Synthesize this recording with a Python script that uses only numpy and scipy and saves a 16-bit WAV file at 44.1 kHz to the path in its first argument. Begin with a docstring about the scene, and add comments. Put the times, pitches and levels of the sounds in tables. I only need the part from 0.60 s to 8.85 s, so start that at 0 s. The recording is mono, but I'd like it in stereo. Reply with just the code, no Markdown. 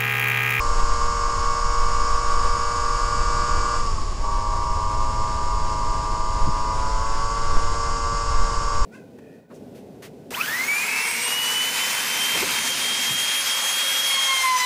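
"""Narrow path, heard from a moped rider's chest: a tuned two-stroke runs flat out.
The throttle shuts briefly; revs sag, hold, climb again. Exhaust is summed firing harmonics plus gas noise,
the engine rasp is pulse-driven, the drive whines with road speed, wind is gusting coloured noise.
Two microphone ports, built from side and mid, hear most of it in opposite phase."""
import sys
import numpy as np
from scipy import signal
from scipy.fft import rfft, irfft, next_fast_len
from scipy.io import wavfile
from scipy.ndimage import map_coordinates

SR = 44100
rng = np.random.default_rng(int(sys.argv[2]) if len(sys.argv) > 2 else 0)


def generate_wav(sig):
    """Save sig (samples, or channels by samples) to the path in sys.argv[1] as 16-bit PCM at SR."""
    pcm = np.round(np.clip(np.atleast_2d(sig).T, -1, 1) * 32767).astype(np.int16)
    wavfile.write(sys.argv[1], SR, pcm)


N = 363811

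# wind common to both ports: centre_hz, side_db, mid_db
RUMBLE_SPECTRUM = [(8, -12, 4), (15, -10, 7.5), (30, -9, 4), (55, -11, -4.5), (90, -16, -13),
                   (140, -25, -23), (220, -33, -29), (600, -50, -44), (2000, -80, -80)]
# wind differing between the ports: centre_hz, side_db, mid_db
BUFFET_SPECTRUM = [(15.4, -14, 5), (55, -3.5, -17), (90, 0, -27), (140, -7, -44), (220, -15.5, -36),
                   (503, -15, -63), (2000, -94, -90)]
# passing air: centre_hz, side_db, mid_db
RUSH_SPECTRUM = [(100, -32, -47), (215, -21, -31.5), (403, -18.5, -29), (615, -18, -27), (960, -10, -28.5),
                 (1300, -20, -40), (1600, -17, -30), (1890, -28, -36.5), (2580, -34, -41),
                 (5160, -36.5, -39.5), (11000, -55.5, -53)]
# low wind flutter: centre_hz, side_db, mid_db
FLUTTER_SPECTRUM = [(29.81, -42, -30), (81.6, -32, -9), (126, -24, -17.5), (214, -30, -25.5),
                    (350, -32, -26.5), (600, -50, -29.5), (2000, -80, -84)]
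# flutter level: time_s, level_db
FLUTTER_LEVEL = [(0, -4.5), (1.8, -4.5), (3, 2), (3.6, -0.5), (5, 2), (7, -1.5), (8.25, -0.5)]
# gusts, levels before spectrum and trim: start_s, length_s, buffet_db, rumble_db
GUSTS = [(-.05, .2, 2, -14), (.15, 0.31, 8.5, -3), (0.752, 0.12, 5.5, -5), (1.2, 0.13, 6.5, -12),
         (1.32, 0.21, 11, -16), (1.693, 0.18, 7, -10), (2.59, .2, 3, -1.5), (2.85, 0.27, -7, -3),
         (4.35, 0.15, -9, 1), (5.24, .2, -4, -5), (5.79, 0.14, 3, 5), (6.118, .18, 7.5, -5),
         (6.48, .14, 5, -5), (6.793, 0.24, 10.5, -9), (7.056, 0.13, 5, -16), (7.68, 0.13, -2, 2),
         (7.801, 0.26, 4.5, 0.5), (8.153, 0.17, 3, 4)]
# low wind thumps: start_s, peak_db
THUMPS = [(1.97, -32), (2.44, -33), (4.16, -27), (5.87, -18), (6.92, -28.5), (7.52, -28)]
# road speed as gear mesh rate: time_s, mesh_hz
MESH_RATE = [(0, 1097), (.5, 1101), (2, 1134), (3.15, 1153), (4, 1110), (4.5, 1083), (5.3, 1062), (6, 1030),
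             (7.6, 1044), (8.25, 1078)]
# single hard firings around the throttle reopening: start_s, peak_db
POPS = [(3.603, -28), (3.641, -22), (3.765, -25), (3.802, -27)]
# engine case and hiss: centre_hz, side_db, mid_db
RASP_SPECTRUM = [(1280, -25.5, -57), (2110, -28, -33.5), (2540, -35, -38), (2730, -51, -32.5),
                 (3330, -22.5, -39), (3770, -38.5, -40.5), (4990, -24, -26.5), (5550, -30, -26),
                 (5550, -20, -27.5), (6160, -36, -34.5), (6850, -37, -29.5), (7160, -34, -29.5),
                 (9520, -60, -48.5), (11100, -55, -49)]
# cylinder fin modes: mode_hz, width_hz, gain_db
FIN_MODES = [(2020, 110, -31), (2534, 42, -30), (2851, 39, -28), (3570, 38, -37), (4147, 43, -31.5),
             (4846, 130, -29), (5174, 110, -34.5), (6610, 140, -29.5)]
# engine speed: time_s, firing_hz
REVS = [(0.08, 117.1), (3.0, 119.0), (3.18, 118.8), (3.25, 116.3), (3.29, 113.1), (3.43, 107.4),
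        (3.59, 102.6), (3.65, 104.6), (3.88, 105.3), (3.99, 106.2), (4.26, 107.0), (4.96, 107.6),
        (5.52, 107.2), (6.08, 108.3), (6.3, 110.5), (6.78, 114.3), (7.2, 115.4), (8.15, 115.3)]
# firing harmonics on and off the pipe: order, side_on_db, mid_on_db, side_off_db, mid_off_db
FIRING_ORDERS = [(4, -36.9, -39.9, -53.0, -50.2), (5, -32.2, -43.8, -45.2, -50.9),
                 (6, -34.5, -53.5, -38.3, -45.7), (7, -25.1, -47.2, -43.8, -65.7),
                 (8, -32.3, -37.0, -25.1, -42.4), (9, -34.7, -35.5, -35.0, -32.8),
                 (10, -22.8, -30.1, -38.1, -35.6), (11, -34.6, -43.9, -26.8, -32.4),
                 (12, -27.2, -42.8, -46.0, -54.4), (13, -27.1, -45.7, -39.7, -54.7),
                 (14, -34.1, -48.2, -41.4, -56.4), (15, -45.9, -58.1, -48.3, -61.5),
                 (16, -51.2, -64.0, -54.2, -68.0)]
# exhaust gas noise: centre_hz, side_db, mid_db
GAS_SPECTRUM = [(300, -40, -50), (650, -21, -33), (830, -14, -31), (1000, -19, -32), (1300, -18, -32),
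                (1520, -15, -31), (1700, -20, -35), (2200, -50, -60)]
# narrow pipe peaks and dips: centre_hz, width_hz, side_db, mid_db
PIPE_BUMPS = [(447, 14.3, -2, -5.5), (667, 12, 5, 6), (888, 17, 7.5, 0.5), (926, 12, -2, -3),
              (993, 20.5, 2, 4.5), (1031, 11, -3, -5.5), (1106, 12.5, -10, -9), (1250, 30, -14, -8),
              (1428, 7.9, 3, 3.5), (1677, 14, 3, 5)]

# wind between gusts, gust edge time, rush gain per dB of buffet
CALM_BUFFET_DB, CALM_RUMBLE_DB, CALM_RUSH_DB = -9, -1.5, -1.5
GUST_EDGE_S, RUSH_DB_PER_BUFFET_DB = 0.038, 0.15
# throttle: closing starts and lasts, reopening starts and lasts
SHUT_S, CLOSE_S, REOPEN_S, OPEN_S = 3.17, 0.071, 3.55, 0.11
# exhaust: open level, change when shut, further fade as the engine starves
EXHAUST_DB, EXHAUST_SHUT_DB, STARVE_DB_PER_S = 0.78, -1, -29
# upper harmonics: open gain, change when shut; extra change of odd harmonics when shut
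BARK_DB, BARK_SHUT_DB, ODD_SHUT_DB = 0.5, -2, -12
# rasp: 0 dB at FULL_REVS_HZ, change when shut
RASP_DB_PER_HZ, FULL_REVS_HZ, RASP_SHUT_DB = 0.4343, 116.56, -1
TOP_HZ = 11050


def amp(db):
    """Decibels to gain."""
    return 10 ** (np.asarray(db) / 20)


def unit(x):
    """Scale to rms 1."""
    return x / np.sqrt(np.mean(x ** 2) + 1e-20)


def curves(rows):
    """Interpolate each column after the time to one value per sample."""
    time_s, *cols = np.transpose(rows)
    return [np.interp(np.arange(N) / SR, time_s, col) for col in cols]


def wobble(rate_hz):
    """Smooth random curve, rate_hz knots a second."""
    knots = rng.standard_normal(int(N * rate_hz / SR) + 4)
    return map_coordinates(knots, [np.arange(N) * rate_hz / SR])


def filtered(x, response):
    """Apply a complex frequency response to x."""
    m = next_fast_len(N + SR // 2)
    return irfft(rfft(x, m) * response(np.fft.rfftfreq(m, 1 / SR)), m)[..., :N]


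def resonance(hz, centre_hz, width_hz):
    """Response of one damped mode."""
    return 1j * hz * width_hz / (centre_hz ** 2 - hz ** 2 + 1j * hz * width_hz)


def noise():
    """Unrelated white noise for side and mid."""
    return rng.standard_normal((2, N))


def ringing_noise(centre_hz, width_hz):
    """White noise through a mode twice, at rms 1."""
    return unit(filtered(rng.standard_normal(N), lambda hz: resonance(hz, centre_hz, width_hz) ** 2))


def ports(x, spectrum, flip_hz=1680):
    """Colour x into (side, mid) a quarter cycle apart; right leads below flip_hz, left above."""
    centre_hz, *cols = np.transpose(spectrum)

    def response(hz):
        gains = amp([np.interp(np.log(hz + 1), np.log(centre_hz), col) for col in cols])
        return gains * np.array([1j * np.sign(hz - flip_hz), np.ones_like(hz)])

    return filtered(x, response)


def blows(rows, rise_s):
    """Envelope of short pushes, each swelling to its peak in rise_s and dying away."""
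    t = np.arange(N) / SR
    envelope = np.zeros(N)
    for start_s, peak_db in rows:
        age = np.maximum(t - start_s, 0) / rise_s
        envelope += amp(peak_db) * age * np.exp(1 - age)
    return envelope


def gusts():
    """Buffet and rumble levels in dB: each gust's power rises, holds and falls on top of the calm."""
    t = np.arange(N) / SR
    power = np.outer(amp([CALM_BUFFET_DB, CALM_RUMBLE_DB]) ** 2, np.ones(N))
    for start_s, length_s, buffet_db, rumble_db in GUSTS:
        onset = np.tanh((t - start_s) / GUST_EDGE_S)
        release = np.tanh((t - start_s - length_s) / GUST_EDGE_S)
        power += np.outer(amp([buffet_db, rumble_db]) ** 2, (onset - release) / 2)
    return 10 * np.log10(power)


def wind(thump_hz=65, thump_width_hz=90, eddy_db=2, buffet_trim_db=-2):
    """Turbulence at the ports: shared rumble, differing buffet, rushing air, flutter and thumps."""
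    buffet_db, rumble_db = gusts()
    rush_db = CALM_RUSH_DB + RUSH_DB_PER_BUFFET_DB * (buffet_db - CALM_BUFFET_DB)
    eddies = wobble(26)
    rumble = ports(noise(), RUMBLE_SPECTRUM) * amp(rumble_db + wobble(12))
    buffet = ports(noise(), BUFFET_SPECTRUM) * amp(buffet_db + eddy_db * eddies + buffet_trim_db)
    rush = ports(noise(), RUSH_SPECTRUM) * amp(rush_db + 1.36 * eddies)
    # flutter level is independent of the gusts
    flutter = ports(noise(), FLUTTER_SPECTRUM) * amp(curves(FLUTTER_LEVEL)[0])
    thumps = ringing_noise(thump_hz, thump_width_hz) * blows(THUMPS, rise_s=0.0087)
    return rumble + buffet + rush + flutter + np.outer([0, 1], thumps)  # thumps: mid only


def drive(revs_db, shut, case_hz=1120, case_width_hz=165, churn_db=-34, side_db=4,
          whine_db=-29, octave_db=-51, ring_hz=1128, ring_width_hz=90, coast_db=-6):
    """Gear mesh whines at road speed, loudest under load and near the case ring; churning rings the case."""
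    mesh_hz, = curves(MESH_RATE)
    phase = 2 * np.pi * np.cumsum(mesh_hz * (1 + .0012 * wobble(40))) / SR
    ring = np.abs(resonance(mesh_hz, ring_hz, ring_width_hz)) ** 2
    whine_level_db = whine_db + 1.1 * revs_db + coast_db * shut + wobble(20)
    whine = ring * amp(whine_level_db) * np.sin(phase)
    octave_level_db = octave_db + revs_db + coast_db * shut + 1.3 * wobble(25)
    octave = amp(octave_level_db) * np.sin(2 * phase)
    churn = ringing_noise(case_hz, case_width_hz) * amp(churn_db + revs_db)
    gears = np.sqrt(2) * (whine + octave) + churn
    return ports(gears, [(case_hz, side_db, 0), (2 * case_hz, -2, 0)])


def throttle():
    """Throttle closure (0-1) and starved time in s, weighted by closure."""
    t = np.arange(N) / SR
    closing = np.clip((t - SHUT_S) / CLOSE_S, 0, 1)
    shut = closing * np.clip(1 - (t - REOPEN_S) / OPEN_S, 0, 1)
    return shut, shut * np.clip(t - SHUT_S, 0, REOPEN_S - SHUT_S)


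def pops(pipe_hz=900, pipe_width_hz=450, mid_db=-11):
    """Stray hard firings bark through the pipe: short bursts of resonant noise."""
    bark = ringing_noise(pipe_hz, pipe_width_hz)
    return ports(bark * blows(POPS, rise_s=0.0035), [(pipe_hz, 0, mid_db)])


def firing_pulses(turns):
    """One band-limited impulse per firing, at fractional sample times and uneven strength."""
    firings = np.interp(np.arange(1, int(turns[-1])), turns, np.arange(N))
    size = amp(.5 * rng.standard_normal(len(firings)))
    taps = firings.astype(int)[:, None] + np.arange(-7, 9)
    spikes = size[:, None] * np.sinc(taps - firings[:, None])
    return unit(np.bincount(np.clip(taps, 0, N - 1).ravel(), spikes.ravel(), N))


def rasp(turns, level_db, hiss_share=0.51):
    """Each firing rattles the case and rings the cylinder fins; hiss pulses along."""
    pulses = firing_pulses(turns)
    t = np.arange(SR // 20) / SR
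    case = rng.standard_normal(len(t)) * amp(-60 * t / .05) * (1 - np.exp(-t / .004))
    rattle = unit(signal.fftconvolve(pulses, case)[:N])
    # partly shared between side and mid
    hiss = rng.standard_normal(N) + .45 * noise()
    hiss = unit(hiss * (1 + .15 * np.cos(2 * np.pi * turns - 2)))
    mix = np.sqrt(1 - hiss_share) * rattle + np.sqrt(hiss_share) * hiss
    body = ports(mix, RASP_SPECTRUM) * amp(level_db)

    # a fin sings when a firing harmonic meets its mode
    def fin_response(hz):
        return sum(amp(gain_db) * resonance(hz, mode_hz, width_hz) ** 2
                   for mode_hz, width_hz, gain_db in FIN_MODES)

    fins = ports(filtered(pulses, fin_response), [(3500, 1.6, -2.0), (6500, -2, 1.2)])
    # fins need hard burns, so they fade faster
    return body + fins * amp(1.4 * level_db)


def pipe_db(hz):
    """Side and mid gain in dB that the pipe's peaks and dips give a harmonic at hz."""
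    grid_hz = np.arange(2000)
    bumps_db = np.zeros((2, len(grid_hz)))
    for centre_hz, width_hz, side_db, mid_db in PIPE_BUMPS:
        bumps_db += np.outer([side_db, mid_db], np.exp(-((grid_hz - centre_hz) / width_hz) ** 2))
    return np.array([np.interp(hz, grid_hz, row) for row in bumps_db])


def exhaust(revs_hz, turns, level_db, bark_db, odd_db, rough=0.093, wander_db=.5,
            off_pipe_hz=107.1, on_pipe_hz=112, gas_off_db=-12, gas_on_db=-9):
    """Firing harmonics, rebalanced as revs enter the tuned pipe's range, plus pulsing gas noise."""
    on_pipe = np.clip((revs_hz - off_pipe_hz) / (on_pipe_hz - off_pipe_hz), 0, 1)
    note = np.zeros((2, N))
    for order, side_on_db, mid_on_db, side_off_db, mid_off_db in FIRING_ORDERS:
        gain_on = amp([[side_on_db], [mid_on_db]])
        gain_off = amp([[side_off_db], [mid_off_db]])
        gain = on_pipe * gain_on + (1 - on_pipe) * gain_off
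        # an open throttle sharpens the pulse, lifting the upper harmonics
        upper = np.clip((order - 10) / 2, 0, 1)
        phase = 2 * np.pi * (order * turns + rng.random())
        colour_db = pipe_db(order * revs_hz) + upper * bark_db + order % 2 * odd_db
        tone = np.array([np.sin(phase), np.cos(phase)])
        note += np.sqrt(2) * gain * amp(colour_db + wander_db * wobble(10)) * tone
    # turbulent gas swells once per firing
    puffs = unit(rng.standard_normal(N) * (1 + .5 * np.cos(2 * np.pi * turns)))
    gas = ports(puffs, GAS_SPECTRUM) * amp(gas_off_db + (gas_on_db - gas_off_db) * on_pipe)
    # burns vary in strength; a starved engine stumbles
    starved = np.clip(-level_db / 10, 0, 1)
    return (note + gas) * amp(level_db + 2 * starved * wobble(45)) * (1 + rough * wobble(115))


def scene():
    """Sum wind, drive and engine; turn side and mid into left and right."""
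    revs_hz, = curves(REVS)
    shut, starved_s = throttle()
    exhaust_db = EXHAUST_DB + EXHAUST_SHUT_DB * shut + STARVE_DB_PER_S * starved_s
    bark_db = BARK_DB + BARK_SHUT_DB * shut
    revs_db = RASP_DB_PER_HZ * (revs_hz - FULL_REVS_HZ)
    # the crank never turns quite evenly
    turns = np.cumsum(revs_hz * (1 + 0.000613 * wobble(16) + 0.001193 * wobble(110))) / SR
    background = wind() + drive(revs_db, shut)
    engine = pops() + rasp(turns, revs_db + RASP_SHUT_DB * shut)
    engine += exhaust(revs_hz, turns, exhaust_db, bark_db, ODD_SHUT_DB * shut)
    side, mid = background + engine
    return np.array([mid + side, mid - side])


def record(dry):
    """Round off the strongest peaks, then cut everything from TOP_HZ up."""
    rounded = dry / (1 + np.abs(dry / .97) ** 6) ** (1 / 6)
    return filtered(rounded, lambda hz: hz < TOP_HZ)


dry = scene()
out = record(dry)
generate_wav(out)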